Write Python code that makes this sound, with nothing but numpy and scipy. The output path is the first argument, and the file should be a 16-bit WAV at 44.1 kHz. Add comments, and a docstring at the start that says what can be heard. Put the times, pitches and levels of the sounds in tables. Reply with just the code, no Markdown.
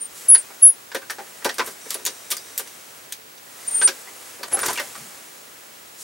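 """Shotshell reloading press on a wooden bench.

A hand-worked press in a small, cluttered workshop: dry pivots squeal near 10 kHz as wobbling sines.
Ram, shell plate and linkage clack as noise cracks with ringing modes; a coil spring sings in mode clusters.
Shaped noise gives steel scrapes, sleeve rustle, a low bump and the quiet room; a sine gives a thin whine."""
import sys
import numpy as np
from scipy import signal
from scipy.fft import rfft, irfft, next_fast_len
from scipy.io import wavfile
from scipy.ndimage import uniform_filter1d, minimum_filter1d

SR = 44100
rng = np.random.default_rng(int(sys.argv[2]) if len(sys.argv) > 2 else 0)


def dump(signal):
    """Clip the signal to [-1, 1] and save it as 16-bit WAV at the path in sys.argv[1]."""
    limited = np.clip(np.atleast_2d(signal).T, -1, 1)
    pcm = np.round(limited * 32767).astype(np.int16)
    wavfile.write(sys.argv[1], SR, pcm)


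N = 265923
TIME = np.arange(N) / SR
RING_TIME = TIME[:SR // 4]
TOP_HZ = 15900


def undb(db):
    """Decibels to gain."""
    return 10 ** (np.asarray(db) / 20)


def curve(rows, column=1):
    """One column of a table, joined by straight lines in time."""
    rows = np.array(rows)
    return np.interp(TIME, rows[:, 0], rows[:, column])


def unit(x):
    """Scale to an energy of one."""
    return x / np.sqrt(np.sum(x ** 2))


def fade(t, t60_s):
    """Exponential decay, 60 dB in t60_s."""
    return np.exp(-np.log(1000) * t / t60_s)


def envelope(start_s, hold_s, attack_s, release_s):
    """Rise by 60 dB up to the start, hold, and fall by 60 dB per release time."""
    before = (start_s - TIME) / attack_s
    after = (TIME - start_s - hold_s) / release_s
    return fade(np.clip(np.maximum(before, after), 0, 2), 1)


def swells(rows, attack_s, release_s):
    """Sum of the envelopes of (start s, hold s, level dB) rows."""
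    return sum(undb(db) * envelope(start, hold, attack_s, release_s) for start, hold, db in rows)


def band(x, low_hz, high_hz):
    """Causal band-pass."""
    sos = signal.butter(3, [low_hz, min(high_hz, .45 * SR)], "band", fs=SR, output="sos")
    return signal.sosfilt(sos, x)


def walk(rate_hz):
    """Smooth random signal with a spread near one."""
    step = max(int(SR / rate_hz), 1)
    held = np.repeat(rng.standard_normal(N // step + 1), step)
    return np.sqrt(1.5) * uniform_filter1d(held, step)[:N]


def shape(x, points):
    """Filter x by a response of (Hz, dB) points, joined over log frequency."""
    hz, db = np.transpose(points)
    size = next_fast_len(N)
    bins_hz = np.maximum(np.arange(size // 2 + 1) * SR / size, 1)
    gain = undb(np.interp(np.log(bins_hz), np.log(hz), db))
    return irfft(rfft(x, size) * gain, size)[:N]


def colour(x, points):
    """Give x a spectrum, at rms one."""
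    y = shape(x, points)
    return y / y.std()


def stereo(mid, side):
    """Left and right from mid and side."""
    return np.array([mid + side, mid - side])


def add(track, start_s, sound):
    """Mix a sound into the track."""
    i = max(int(start_s * SR), 0)
    track[i:i + len(sound)] += sound[:N - i]


# Room noise spectrum. Each row: frequency in Hz, relative level in dB.
ROOM_COLOUR = [(10, -50), (30, -18), (70, -7.5), (170, -3.5), (260, -3), (420, -0.5), (700, -5),
               (2000, -7.5), (3500, -7.5), (15000, -10.5)]
# Room noise width. Each row: frequency in Hz, side minus mid in dB.
ROOM_WIDTH = [(60, -16.5), (110, -14.5), (200, -3.5), (380, 0), (700, 6.5), (1290, 7.5), (2380, 3.5),
              (4400, -1.5), (8120, -1.5), (15000, -45)]
ROOM_DB = -48.5
WHINE_HZ, WHINE_DB = 15734, -54.5


def background():
    """Steady room noise, widest in the middle of the range, and a thin electrical whine."""
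    mid, side = (colour(rng.standard_normal(N), ROOM_COLOUR) for _ in range(2))
    air = stereo(mid, shape(side, ROOM_WIDTH)) * undb(ROOM_DB)
    whine = np.sqrt(2) * np.sin(2 * np.pi * WHINE_HZ * TIME)
    return air + undb(WHINE_DB) * whine


# Cloth brushing as the arm moves. Each row: time in seconds, level in dB.
ARM_MOTION = [(0, -53), (.26, -41.5), (.5, -47.5), (.88, -53), (1.3, -46.5), (2.65, -46.5), (3.05, -50),
              (3.2, -55), (3.4, -54.5), (3.52, -47.5), (3.75, -39), (4.05, -45.5), (4.3, -43), (4.48, -48),
              (4.68, -36.5), (5.1, -44.5), (5.5, -50.5), (6.03, -51.5)]
# Quick bright swishes. Each row: start in seconds, hold in seconds, level in dB.
QUICK_SWISHES = [(.16, .06, -42.5), (1.683, .04, -43), (1.912, 0.031, -37), (4.007, 0.011, -45),
                 (6.008, 0.023, -37.5)]
# Low rub of the folds. Each row: frequency in Hz, relative level in dB.
RUB_COLOUR = [(20, -43.5), (110, -13), (200, -6), (450, -1), (1000, -2), (2000, -1), (4000, -8),
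              (16000, -22.5)]
# Bright swish of the fibres. Each row: frequency in Hz, relative level in dB.
SWISH_COLOUR = [(20, -31.5), (1500, -27), (4000, -6.5), (7500, 1), (10500, -1.5), (16000, -12)]
RUB_DB, RUB_DB_PER_ARM_DB = -13.5, .75  # the low rub grows more slowly than the bright swish


def sleeve(flicker_db=0.24, grain_db=1.5, attack_s=0.17, release_s=0.11):
    """Cotton folds rub and their fibres swish as the arm moves."""
    texture_db = grain_db * walk(2000) + flicker_db * walk(37)
    folds, fibres = rng.standard_normal((2, N)) * undb(texture_db)
    arm_db = curve(ARM_MOTION)
    quick = swells(QUICK_SWISHES, attack_s, release_s)
    rub = colour(folds, RUB_COLOUR) * undb(RUB_DB + RUB_DB_PER_ARM_DB * arm_db)
    swish = colour(fibres, SWISH_COLOUR) * np.hypot(undb(arm_db), quick)
    return rub + swish


# Soft, low bump through the bench. Each row: start in seconds, hold in seconds, level in dB.
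BUMPS = [(4.985, .06, -52)]


def bump(centre_hz=173, width_hz=100, attack_s=0.1, release_s=0.26):
    """The bench top booms faintly: swelling low band noise."""
    boom = band(rng.standard_normal(N), centre_hz - width_hz / 2, centre_hz + width_hz / 2)
    return boom / boom.std() * swells(BUMPS, attack_s, release_s)


# Parts sliding over each other. Each row: start in seconds, hold in seconds, level in dB.
SCRAPES = [(1.462, 0.017, -43), (1.658, 0.013, -38.5), (1.94, .01, -46), (4.524, 0.11, -33),
           (4.674, 0.037, -28), (4.8, .005, -47), (4.954, 0.043, -48)]
# Scrape spectrum. Each row: frequency in Hz, relative level in dB.
SCRAPE_COLOUR = [(15, -43), (60, -11.5), (200, -10), (400, -2.5), (950, -2.5), (1800, -5), (4000, -17.5),
                 (9000, -5.5), (16000, -30)]


def scrape(catch_db=4.0, grain_db=4, attack_s=0.18, release_s=.24):
    """Sliding steel catches and slips in dense, uneven grains."""
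    texture_db = grain_db * walk(1500) + catch_db * walk(110)
    grains = rng.standard_normal(N) * undb(texture_db)
    return colour(grains, SCRAPE_COLOUR) * swells(SCRAPES, attack_s, release_s)


# Return spring modes. Each row: frequency in Hz, relative level in dB.
SPRING_MODES = [(3800, -3), (5443, -6), (5792, 0), (6100, -1), (8560, 1), (8823, -7), (12650, -15)]
# Jolts to the return spring. Each row: start in seconds, level in dB.
SPRING_JOLTS = [(1.815, -46.5), (2.063, -49), (2.315, -46)]


def spring(t60_s=2.2, spread=0.016, count=6):
    """The coil sings in clusters of close, lightly damped modes."""
    out, t = np.zeros(N), TIME[:SR]
    for start, level_db in SPRING_JOLTS:
        ring = np.zeros(len(t))
        for hz, db in SPRING_MODES:
            cluster_hz = hz * (1 + spread * rng.standard_normal((count, 1)))
            ring += undb(db) * np.sin(2 * np.pi * cluster_hz * t).sum(axis=0)
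        add(out, start, undb(level_db) * ring / ring.std() * fade(t, t60_s))
    return out


def note(hz, free_db, width=0.077, t60_s=0.08):
    """The struck part's own ring: the more freely it hangs, the stronger and narrower."""
    half = min(width * undb(-free_db / 2), .5)
    burst = rng.standard_normal(len(RING_TIME)) * fade(RING_TIME, t60_s)
    return undb(free_db) * unit(band(burst, hz * (1 - half), hz * (1 + half)))


# Ram and lever land on their stops and shake the bench. Each row: start in seconds, base level in dB,
# hardness in dB per octave, note of the struck part in Hz, how freely it rings in dB.
KNOCKS = [(.947, -30.5, -0.6, 410, -8), (1.1048, -36.5, 2.3, 1620, -2), (1.198, -48.5, -3.8, 830, -3),
          (1.452, -28, -1.2, 389, -5), (1.459, -32, -2, 834, -4), (1.583, -32, 0, 3000, -20),
          (1.604, -38, -2.5, 1520, 1), (1.674, -39, .8, 413, -9), (1.86, -48, -1.5, 484, -3),
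          (1.95, -44.5, -2, 585, -6), (1.995, -51, -1, 404, 0), (2.0705, -37.5, 0.1, 5960, -13),
          (2.323, -43, 2, 1200, -12), (2.594, -36, 2.5, 435, -4), (3.83, -42, -1, 408, 8),
          (3.879, -40.5, -1.5, 380, 2.5), (3.886, -34.5, 1.5, 1630, 5.5), (4.395, -54, -4.5, 560, 1),
          (4.433, -40, 1.5, 480, -6), (4.537, -45.5, -5.5, 794, 7), (4.571, -37.5, -2.5, 1270, 4),
          (4.591, -35.5, 3.5, 1490, -12), (4.797, -34.5, 0.6, 584, 6.5)]
# The linkage takes up its play. Each row: start in seconds, base level in dB,
# hardness in dB per octave, note of the struck part in Hz, how freely it rings in dB.
CLACKS = [(.344, -37, -2, 1800, 4), (.3492, -31.5, -0.4, 4520, 1.5), (.503, -52.5, -6, 1370, -3),
          (.917, -41, -0.8, 1670, -1), (.952, -35.5, 2.5, 1670, -3), (1.017, -47, -4, 1530, 3),
          (1.098, -32.5, -1, 1720, 3.5), (1.184, -41.5, -5.5, 834, 3), (1.421, -47.5, -4, 1820, 0),
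          (1.446, -31, 7, 1750, -6), (1.492, -30.5, 1.5, 1800, 2), (1.594, -25, -4, 988, -2),
          (3.8146, -26.5, -1, 1585, 5.5), (3.821, -32.5, -2, 1590, 4), (3.8753, -27.5, 1.5, 5340, -5),
          (4.073, -51, -5, 2020, 4), (4.431, -36, -2.5, 4550, 0), (4.631, -29, -2, 960, -6),
          (4.686, -29.5, -0.5, 937, 1), (4.757, -41, 5, 2310, 15), (4.775, -31.5, -0.8, 2720, 5),
          (4.783, -37, -1.5, 1980, 2), (4.795, -35.5, -2, 1925, -9), (4.951, -44, -1, 1240, -2)]
# The shell plate's catch and other small steel parts snap home. Each row: start in seconds,
# base level in dB, hardness in dB per octave, note of the struck part in Hz, how freely it rings in dB.
CLICKS = [(1.543, -42, -1, 9350, 4), (1.662, -38.5, -0.5, 12000, 4), (1.9052, -27, -0.3, 1180, 3),
          (1.943, -30.5, -1, 10700, 6), (2.052, -29.5, 0, 6750, 5), (2.063, -23.5, -1.5, 6214, -0.5),
          (2.304, -32, -1, 9150, -1), (2.311, -27, 0, 1140, -16), (2.316, -23, -0.6, 1206, 20),
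          (2.368, -36, .8, 4880, 10), (2.5779, -31, 1.5, 12600, -1), (2.6743, -45, -1, 6040, 0),
          (3.1231, -35, 1.5, 6247, -2), (3.377, -49.5, -2.5, 6000, 0), (4.662, -23, -3.8, 13700, -2),
          (4.731, -34.5, -0.7, 12900, -10)]
# Share of each blow's force, in dB: thud, clack, clank, tick.
KNOCK_SHARE_DB = (-2.5, 0.5, -2.5, -2)
CLACK_SHARE_DB = (-13, -2, -0.5, -13.5)
CLICK_SHARE_DB = (-23, -18.5, -4, 0)
NOTE_LIFT_DB = 4.5  # the register that holds the note stands out
HARDNESS_PIVOT_HZ = 2220


def strikes():
    """Every blow as (s, dB of each register, note Hz, ring dB); harder contact favours the treble."""
    low_hz, high_hz = np.transpose(REGISTERS)[:2]
    octaves = np.log2(np.sqrt(low_hz * high_hz) / HARDNESS_PIVOT_HZ)
    kinds = (KNOCKS, KNOCK_SHARE_DB), (CLACKS, CLACK_SHARE_DB), (CLICKS, CLICK_SHARE_DB)
    for rows, share_db in kinds:
        for start, db, hardness, note_hz, free_db in rows:
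            lift_db = NOTE_LIFT_DB * ((low_hz <= note_hz) & (note_hz < high_hz))
            yield start, db + np.array(share_db) + hardness * octaves + lift_db, note_hz, free_db


# Registers thud, clack, clank and tick. Each row: low edge in Hz, high edge in Hz, t60 in seconds,
# build-up in seconds, base crack level in dB, level of the modes in dB.
REGISTERS = [(232, 796, 0.14, 0.0022, -30, 1.5), (805, 2310, 0.12, 0.00071, -15.5, 0),
             (1913, 6550, 0.11, 0.0014, -7.5, -6), (6270, 15300, 0.077, 0.00037, -5.5, -3)]
# Modes of the press on its bench. Each row: frequency in Hz, relative level in dB, t60 in seconds.
PRESS_MODES = [(241, -28, 0.33), (387, -7.5, 0.15), (432, 4, 0.046), (535.4, -1.5, .14), (770, -19, 0.26),
               (960, 7, 0.049), (1181, 1.5, 0.11), (1465, 4.5, 0.077), (1555, 4.5, 0.12),
               (1692, 3.5, 0.042), (1877, -4, 0.13), (1970, -7.5, 0.052), (2540, -20, 0.116),
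               (3350, 1, 0.087), (3600, -1, 0.1), (3730, 7.5, 0.057), (4630, 8.5, 0.064), (5000, -8, 0.053),
               (5640, 6, 0.073), (6100, -12.5, 0.12), (7580, 2.5, 0.12), (8550, -21, 0.064),
               (9240, 5, 0.17), (9600, 13, 0.03), (10740, 1, 0.064), (13300, -21, .11)]
SNAP_DB = 2.5  # light, hard parts crack more sharply than heavy ones


def blows(crack_s=0.0013, detune=0.0069, rattle=0.32, bounce_s=.0046, bounce_db=-8, dulling_db=50):
    """Each blow: a short crack, a dense rattling ring, the struck part's note and the press modes."""
    out = np.zeros(N)
    hz, db, t60 = np.transpose(PRESS_MODES)
    decays = undb(db)[:, None] * fade(RING_TIME, t60[:, None])
    length, lag = len(RING_TIME), int(bounce_s * SR)
    for start, levels_db, note_hz, free_db in strikes():
        _, clack_db, _, tick_db = levels_db
        # heavy parts stay in contact longer and sound duller
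        top_hz = TOP_HZ * np.exp(-np.clip(clack_db - tick_db, 0, 20) / dulling_db)
        snap_db = SNAP_DB * np.clip((tick_db - clack_db) / 10, 0, 1)
        spot, shift, phase = rng.standard_normal((3, len(hz), 1))  # another spot favours other modes
        mode_hz = hz[:, None] * (1 + detune * shift)
        modes = (1 + spot / 2) * decays * np.sin(2 * np.pi * (mode_hz * RING_TIME + phase))
        part = note(note_hz, free_db)
        for level_db, (low, high, t60_s, build_s, crack_db, modes_db) in zip(levels_db, REGISTERS):
            high = min(high, max(top_hz, low * np.sqrt(2)))
            noise, contact, play = rng.standard_normal((3, length))
            swell = 1 - np.exp(-RING_TIME / build_s)
            loose = np.exp(rattle * np.repeat(play, SR // 1000)[:length])  # loose joints chatter
            dense = unit(band(noise * loose * swell * fade(RING_TIME, t60_s), low, high))
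            tones = unit(modes[(hz >= low) & (hz < high)].sum(axis=0) * swell)
            ring = unit(dense + undb(modes_db) * tones) + part * (low <= note_hz < high)
            crack = unit(band(contact * np.exp(-RING_TIME / crack_s), low, high))
            crack = crack + undb(bounce_db) * np.pad(crack, (lag, 0))[:length]  # echo off the bench top
            blow = unit(unit(ring) + undb(crack_db + snap_db) * crack)
            # the level is the rms that this energy would have over 20 ms
            add(out, start, undb(level_db) * np.sqrt(SR / 50) * blow)
    return out


# A smooth, then a fully rough grip. Each row: pitch wobble in Hz, strength flutter in dB, slips per second.
GRIP = [(6, .5, 150), (300, 3, 1600)]


def friction(hz, roughness):
    """Dry friction locks onto one high mode; a rough grip makes it wobble and flutter."""
    smooth, rough = np.array(GRIP)
    wobble_hz, flutter_db, slips_per_s = smooth + np.clip(roughness, 0, 1) * (rough - smooth)
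    turns = np.cumsum(hz + wobble_hz * walk(slips_per_s)) / SR
    return np.sqrt(2) * np.sin(2 * np.pi * turns) * undb(flutter_db * walk(slips_per_s))


# Two long squeals of the loaded pivot, a list of rows each.
# Each row: time in seconds, pitch in Hz, level in dB.
SQUEALS = [
    [(.281, 11100, -45), (.286, 10830, -12), (.299, 10730, -6), (.32, 10420, -6.5), (.335, 10240, -5.5),
     (.348, 10255, -4), (.358, 10310, -14), (.395, 10260, -33), (.425, 10300, -55)],
    [(.595, 10330, -50), (.615, 10450, -41), (.628, 10650, -6), (.648, 10750, -3), (.67, 10680, -4.5),
     (.687, 10510, -11.5), (.699, 10435, -9), (.713, 10400, -26), (.765, 10430, -57)],
]
# Roughness of each long squeal, 0 to 1.
SQUEAL_ROUGHNESS = [.15, .02]
# Short squeaks of lightly loaded pivots. Each row: start in seconds, hold in seconds, pitch in Hz,
# mean level in dB, roughness 0 to 1.
SQUEAKS = [(0.015, 0.018, 9050, -25.5, 0), (0.047, 0.012, 8940, -34.5, 0), (0.38, .003, 9200, -21.5, .9),
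           (0.397, .011, 8830, -30, .6), (3.682, 0.0037, 9020, -19, 0), (3.712, 0.034, 8980, -26.5, 0.07),
           (3.748, 0.061, 8950, -21, 0.07), (3.829, 0.036, 8993, -11.5, 0.02),
           (4.537, .013, 10925, -15, 0.05), (4.617, .004, 9200, -22.5, .35)]
SQUEAK_ATTACK_S, SQUEAK_RELEASE_S = 0.034, 0.06
SQUEAK_SWELL_DB, SQUEAK_SWELLS_PER_S = 1.5, 80  # the hand's pressure is never quite even


def squeals():
    """Long squeals follow the load on the pivot; short squeaks swell and die around one pitch."""
    out = np.zeros(N)
    for rows, roughness in zip(SQUEALS, SQUEAL_ROUGHNESS):
        gripping = (TIME >= rows[0][0]) & (TIME <= rows[-1][0])
        out += gripping * undb(curve(rows, column=2)) * friction(curve(rows), roughness)
    swell_db = SQUEAK_SWELL_DB * walk(SQUEAK_SWELLS_PER_S)
    for start, hold_s, hz, db, roughness in SQUEAKS:
        pressure = undb(db + swell_db) * envelope(start, hold_s, SQUEAK_ATTACK_S, SQUEAK_RELEASE_S)
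        out += pressure * friction(hz, roughness)
    return out


def workshop(x, wet_db, side_db, left_db, t60_s=0.09, first_s=.005, wide_low_hz=550, wide_high_hz=9500):
    """Crowded shelves scatter a short tail; left and right differ mostly in the middle of the range."""
    tails = rng.standard_normal((2, len(RING_TIME))) * fade(RING_TIME, t60_s) * (RING_TIME > first_s)
    mid, side = (signal.fftconvolve(x, unit(tail))[:N] for tail in tails)
    sos = signal.butter(1, [wide_low_hz, wide_high_hz], "band", fs=SR, output="sos")
    side = signal.sosfilt(sos, side)
    balance = undb(np.array([[left_db], [-left_db]]) / 2)
    return stereo(x + undb(wet_db) * mid, undb(side_db) * side) * balance


def scene():
    """The press stands close, almost straight ahead."""
    parts = sleeve() + bump() + scrape() + spring() + blows()
    press = workshop(parts, wet_db=-15.0, side_db=-11, left_db=.5)
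    pivots = workshop(squeals(), wet_db=-19, side_db=-17, left_db=1.3)
    return background() + press + pivots


def record(dry, ceiling=.93, size=129):
    """A limiter holds the loudest peaks down, and the recorder cuts the top."""
    headroom = np.minimum(1, ceiling / (np.abs(dry).max(axis=0) + 1e-9))
    gain = uniform_filter1d(minimum_filter1d(headroom, size), size)
    low_pass = signal.ellip(10, .2, 70, TOP_HZ, fs=SR, output="sos")
    return signal.sosfilt(low_pass, dry * gain)


dry = scene()
out = record(dry)
dump(out)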